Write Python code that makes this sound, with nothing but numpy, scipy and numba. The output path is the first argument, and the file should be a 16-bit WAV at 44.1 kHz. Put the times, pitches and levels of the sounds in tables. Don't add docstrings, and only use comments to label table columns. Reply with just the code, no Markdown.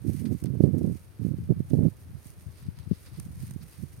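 import sys
import numpy as np
from scipy import signal
from scipy.fft import rfft, irfft
from scipy.io import wavfile
from scipy.ndimage import uniform_filter1d
from numba import njit

SR = 44100
rng = np.random.default_rng(int(sys.argv[2]) if len(sys.argv) > 2 else 0)


def inscribe(sig):
    pcm = np.round(np.clip(np.atleast_2d(sig).T, -1, 1) * 32767)
    wavfile.write(sys.argv[1], SR, pcm.astype(np.int16))


N = 176400

# start in seconds, length in seconds, level in dB, port (0 left, 1 right).
WIND_GUSTS = [(0.0, 0.035, -38, 1), (0.044, 0.036, -28.5, 1), (0.088, 0.028, -24.5, 1),
              (0.123, 0.2, -28, 1), (0.287, 0.057, -26.5, 1), (0.429, 0.23, -25.5, 1),
              (0.629, 0.05, -19.5, 1), (0.686, 0.1, -28.5, 1), (0.739, 0.069, -22, 1),
              (0.831, 0.076, -23.5, 1), (0.894, 0.063, -31, 1), (1.2, 0.046, -28, 1), (1.26, 0.078, -29, 1),
              (1.319, 0.16, -35, 1), (1.501, 0.0079, -18, 1), (1.566, 0.056, -33, 1),
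              (1.71, 0.096, -26.5, 1), (1.751, 0.083, -19, 1), (1.845, 0.02, -16.5, 1),
              (2.058, 0.046, -47, 1), (2.135, 0.04, -40, 1), (2.255, 0.019, -41, 1),
              (2.575, 0.077, -47.5, 1), (2.652, 0.043, -39.5, 1), (3.18, 0.02, -34.5, 1),
              (3.227, 0.15, -39, 1), (3.413, 0.023, -33.5, 1), (3.484, 0.15, -39, 1),
              (3.787, 0.065, -34.5, 1), (3.986, .03, -42, 1), (0.586, 0.11, -42.5, 0),
              (0.807, 0.11, -37, 0), (1.387, 0.042, -31.5, 0), (1.45, 0.4, -39.5, 0),
              (1.772, 0.022, -28, 0), (2.02, 0.094, -41, 0), (2.468, 0.021, -33, 0), (2.618, .11, -42.5, 0),
              (2.773, 0.049, -39, 0), (2.862, 0.023, -34, 0), (3.077, 0.46, -41.5, 0)]
# time in seconds, level in dB, width in milliseconds, port.
WIND_THUMPS = [(0.083, -15, 1.35, 1), (0.092, -9, 2.8, 1), (0.4468, -16.5, 0.95, 1), (.607, -5, 0.95, 1),
               (0.6398, -2, 1.08, 1), (.654, -11, 1.1, 1), (0.6771, -11, 1.3, 1), (0.7378, -12.5, 2, 1),
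               (0.783, -19.5, 0.89, 1), (1.2505, -14, 1.29, 1), (1.2667, -15, 1.08, 1),
               (1.3144, -14, 1.5, 1), (1.506, -7.5, 1.2, 1), (1.5225, -15, 0.85, 1), (1.605, -12, 1.23, 1),
               (1.735, -6, 0.94, 1), (1.742, -11, 0.99, 1), (1.7915, -15, 0.81, 1), (1.8213, -15.5, 1.8, 1),
               (1.8331, -8, 1.3, 1), (1.8537, -8, 2.5, 1), (1.867, -10, 1.6, 1), (2.153, -22, 2.7, 1),
               (2.471, -22.5, 3.9, 0), (2.687, -15.5, 2.06, 0), (2.914, -10, 1.17, 0),
               (2.919, -10, 1.66, 0), (2.9304, -19, 1.7, 0), (3.4365, -22.5, 1.65, 1),
               (3.563, -19.5, 1.53, 1), (3.837, -23.5, 1.3, 1)]
# loudest moment in seconds, half length in seconds, level in dB.
BUFFALO_STEPS = [(0.15, 0.074, -52.5), (0.363, 0.078, -59.5), (0.63, 0.038, -61.5), (0.8, 0.032, -60.5),
                 (0.937, 0.075, -57.5), (1.262, 0.038, -61.5), (1.425, 0.066, -72), (1.735, 0.054, -61),
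                 (1.868, 0.03, -60), (2.02, 0.032, -63.5), (2.269, 0.063, -59.5), (2.428, 0.044, -61.5),
                 (2.59, 0.079, -64.5), (2.807, 0.045, -66), (3.027, 0.073, -59.5), (3.244, 0.1, -60),
                 (3.443, 0.061, -56), (3.63, 0.022, -61.5), (3.76, 0.18, -58)]
# loudest moment in seconds, half length in seconds, level in dB.
STEM_BRUSHES = [(0.643, 0.014, -64), (.9, 0.054, -84), (1.236, 0.014, -69), (1.707, 0.0042, -59.5),
                (1.739, 0.0035, -65), (2.605, 0.067, -65.5), (2.81, 0.048, -66.5), (2.956, 0.04, -63),
                (3.066, 0.019, -61), (3.154, 0.042, -63.5), (3.447, 0.047, -65), (3.624, 0.01, -59.5),
                (3.748, 0.036, -64.5)]
# start in seconds, level in dB.
STALK_SNAPS = [(0.088, -45), (.439, -27.5), (0.457, -32.5), (.634, -46), (.783, -41.5), (1.25, -49),
               (1.698, -39), (1.702, -38), (2.254, -40), (2.268, -39), (2.303, -37.5), (2.788, -41),
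               (3.061, -39), (3.1984, -27), (3.509, -31), (3.537, -39)]
# start in seconds, level in dB, fade time in milliseconds.
STEM_SCUFFS = [(0.254, -50, 14), (0.44, -57, 7), (.457, -53, 9.7), (.783, -61, 6), (2.787, -46, 2.6),
               (3.2, -46.5, 2.4), (3.509, -50, 3), (3.535, -61, 5.2)]

# frequency in Hz, boost or cut in dB.
EDDY_TONE = [(20, -42), (40, -28), (60, -10.5), (90, 1.5), (140, 3.5), (200, 1.5), (300, -1), (500, -8.5),
             (1000, -14.5), (3000, -1)]
THUMP_TONE = [(30, -47), (80, -4), (140, 1.5), (400, -0.5), (900, -2.5)]
GRASS_TONE = [(700, -33), (2000, 3.5), (3500, -9), (5000, -8), (6500, -5.5), (7500, -3), (9000, 0.5),
              (10500, 1.5), (12000, 2.5), (14000, -0.5), (16000, -2)]
STEM_TONE = [(400, -24), (1000, 9.5), (2000, 14), (3200, 7.5), (4800, 8.5), (6500, -2), (9000, 5),
             (16000, -93)]
SNAP_TONE = [(800, 8), (2500, 4.5), (4500, -7), (6000, 8), (8000, 10.5), (10500, 15), (13000, 9),
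             (16000, 12)]
HUSH_TONE = [(100, 5.5), (300, 5.5), (500, 0.5), (800, -2.5), (1250, -0.5), (1700, -0.5), (2300, -3),
             (3200, -10.5), (4600, -14), (7000, -20.5), (10000, -10), (16000, -10.5)]
# frequency in Hz, left gain in dB, right gain in dB.
PORT_TONES = [(500, 6.5, 6.5), (2010, -3.5, -2), (4800, 3, 6.5), (6880, 0.5, 4.5), (7230, -5.5, -5),
              (8960, -4.5, 9), (10430, 4, -7), (11230, -2, -11), (12000, 2.5, -4.5), (16700, -10, -4.5)]

GUST_RISE_S, GUST_FADE_S = 0.013, 0.02
BREEZE_DB, BREEZE_WANDER_DB = (-50, -49), 2.5
EDDY_FLICKER_DB, EDDY_FLICKER_HZ = 2.5, 60
EDGE_HZ, EDGE_OCTAVES_PER_DB, EDGE_MAX_HZ = 321, 0.1055, 417
GRASS_REST_DB, GRASS_FLICKER_DB = -67, 1.72
CLICKS_PER_S, CLICK_SPREAD_DB, CLICKS_OVER_HISS_DB = 320, 4, -1
CLUMP_DB, CLUMP_HZ = 5, 39.6
HUSH_DB = -62.3
SHARED_POWER = 0.25


def wind(t, port):
    power = undb(BREEZE_DB[port] + BREEZE_WANDER_DB * wander(19)) ** 2
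    for start, length, db, side in WIND_GUSTS:
        if side == port:
            rise = np.clip((t - start) / GUST_RISE_S + 1, 0, 1)
            fade = np.exp(-np.maximum(t - start - length, 0) / GUST_FADE_S)
            power += (undb(db) * rise * fade) ** 2
    strength_db = 10 * np.log10(power) + EDDY_FLICKER_DB * wander(EDDY_FLICKER_HZ)
    edge_hz = EDGE_HZ * 2 ** (EDGE_OCTAVES_PER_DB * (strength_db + 25))
    edge_hz = np.clip(edge_hz, 60, EDGE_MAX_HZ)
    eddies = colour(rng.standard_normal(N), EDDY_TONE)
    rumble = lowpass(lowpass(eddies, edge_hz), edge_hz)
    local_level = np.sqrt(uniform_filter1d(rumble ** 2, size=1400))
    return rumble / local_level * undb(strength_db)


def wind_thumps(t, port):
    pressure = np.zeros(N)
    for at, db, width_ms, side in WIND_THUMPS:
        if side == port:
            position = (t - at) / (width_ms / 1000)
            pressure -= undb(db) * 2 * position / (1 + position ** 2 / 2) ** 2
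    return colour(pressure, THUMP_TONE)


def buffalo_steps(t):
    blades = unit(colour(crackle(), GRASS_TONE))
    swish_level = np.sqrt(swells(t, BUFFALO_STEPS) + undb(GRASS_REST_DB) ** 2)
    flicker = undb(GRASS_FLICKER_DB * wander(44))
    stems = unit(colour(crackle(), STEM_TONE))
    brush_level = np.sqrt(swells(t, STEM_BRUSHES))
    return blades * swish_level * flicker + stems * brush_level


def crackle():
    chance = CLICKS_PER_S / SR * undb(CLUMP_DB * wander(CLUMP_HZ))
    hits = rng.random((3, N)) < chance
    sizes = undb(CLICK_SPREAD_DB * np.minimum(rng.exponential(size=(3, N)), 4))
    signs = np.sign(rng.standard_normal((3, N)))
    clicks = unit(to_stereo(hits * sizes * signs))
    return hiss() + undb(CLICKS_OVER_HISS_DB) * clicks


def stalks(t):
    cracks = sum(undb(db) * burst(t, at, fade_s=0.0014) for at, db in STALK_SNAPS)
    ticks = sum(undb(db) * burst(t, at, fade_ms / 1000) for at, db, fade_ms in STEM_SCUFFS)
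    return unit(colour(hiss(), SNAP_TONE)) * cracks + unit(colour(hiss(), STEM_TONE)) * ticks


def hush():
    return unit(colour(hiss(), HUSH_TONE)) * undb(HUSH_DB)


def swells(t, rows):
    return sum(undb(db) ** 2 * np.exp(-((t - at) / half) ** 2) for at, half, db in rows)


def burst(t, at, fade_s, rise_s=0.001):
    age = np.maximum(t - at, 0)
    return (1 - np.exp(-age / rise_s)) * np.exp(-age / fade_s)


def wander(rate_hz):
    spectrum = rfft(rng.standard_normal(N))
    keep_slow = np.exp(-(np.fft.rfftfreq(N, 1 / SR) / rate_hz) ** 2)
    return unit(irfft(spectrum * keep_slow, N))


def hiss():
    return to_stereo(rng.standard_normal((3, N)))


def to_stereo(x):
    return np.sqrt(SHARED_POWER) * x[0] + np.sqrt(1 - SHARED_POWER) * x[1:]


def colour(x, tone):
    hz, db = np.array(tone, float).T
    frequencies = np.maximum(np.fft.rfftfreq(N, 1 / SR), 1)
    gain = undb(np.interp(np.log(frequencies), np.log(hz), db))
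    return irfft(rfft(x) * gain, N)


@njit
def lowpass(x, edge_hz):
    y = np.empty(len(x))
    band_memory, low_memory = 0., 0.
    for i in range(len(x)):
        step = np.tan(np.pi * edge_hz[i] / SR)
        band = (band_memory + step * (x[i] - low_memory)) / (1 + step * (step + 1.5))
        y[i] = low_memory + step * band
        band_memory = 2 * band - band_memory
        low_memory = 2 * y[i] - low_memory
    return y


def undb(db):
    return 10 ** (np.asarray(db) / 20)


def unit(x):
    return x / np.sqrt(np.mean(x ** 2))


def scene():
    t = np.arange(N) / SR
    field = buffalo_steps(t) + stalks(t) + hush()
    channels = []
    for port in range(2):
        port_tone = [(row[0], row[1 + port]) for row in PORT_TONES]
        channels.append(colour(field[port], port_tone) + wind(t, port) + wind_thumps(t, port))
    return np.array(channels)


def record(dry):
    bass_cut = signal.butter(2, 67, "high", fs=SR, output="sos")
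    treble_cut = signal.ellip(10, .2, 80, 15900, fs=SR, output="sos")
    return signal.sosfilt(treble_cut, signal.sosfilt(bass_cut, dry))


dry = scene()
out = record(dry)
inscribe(out)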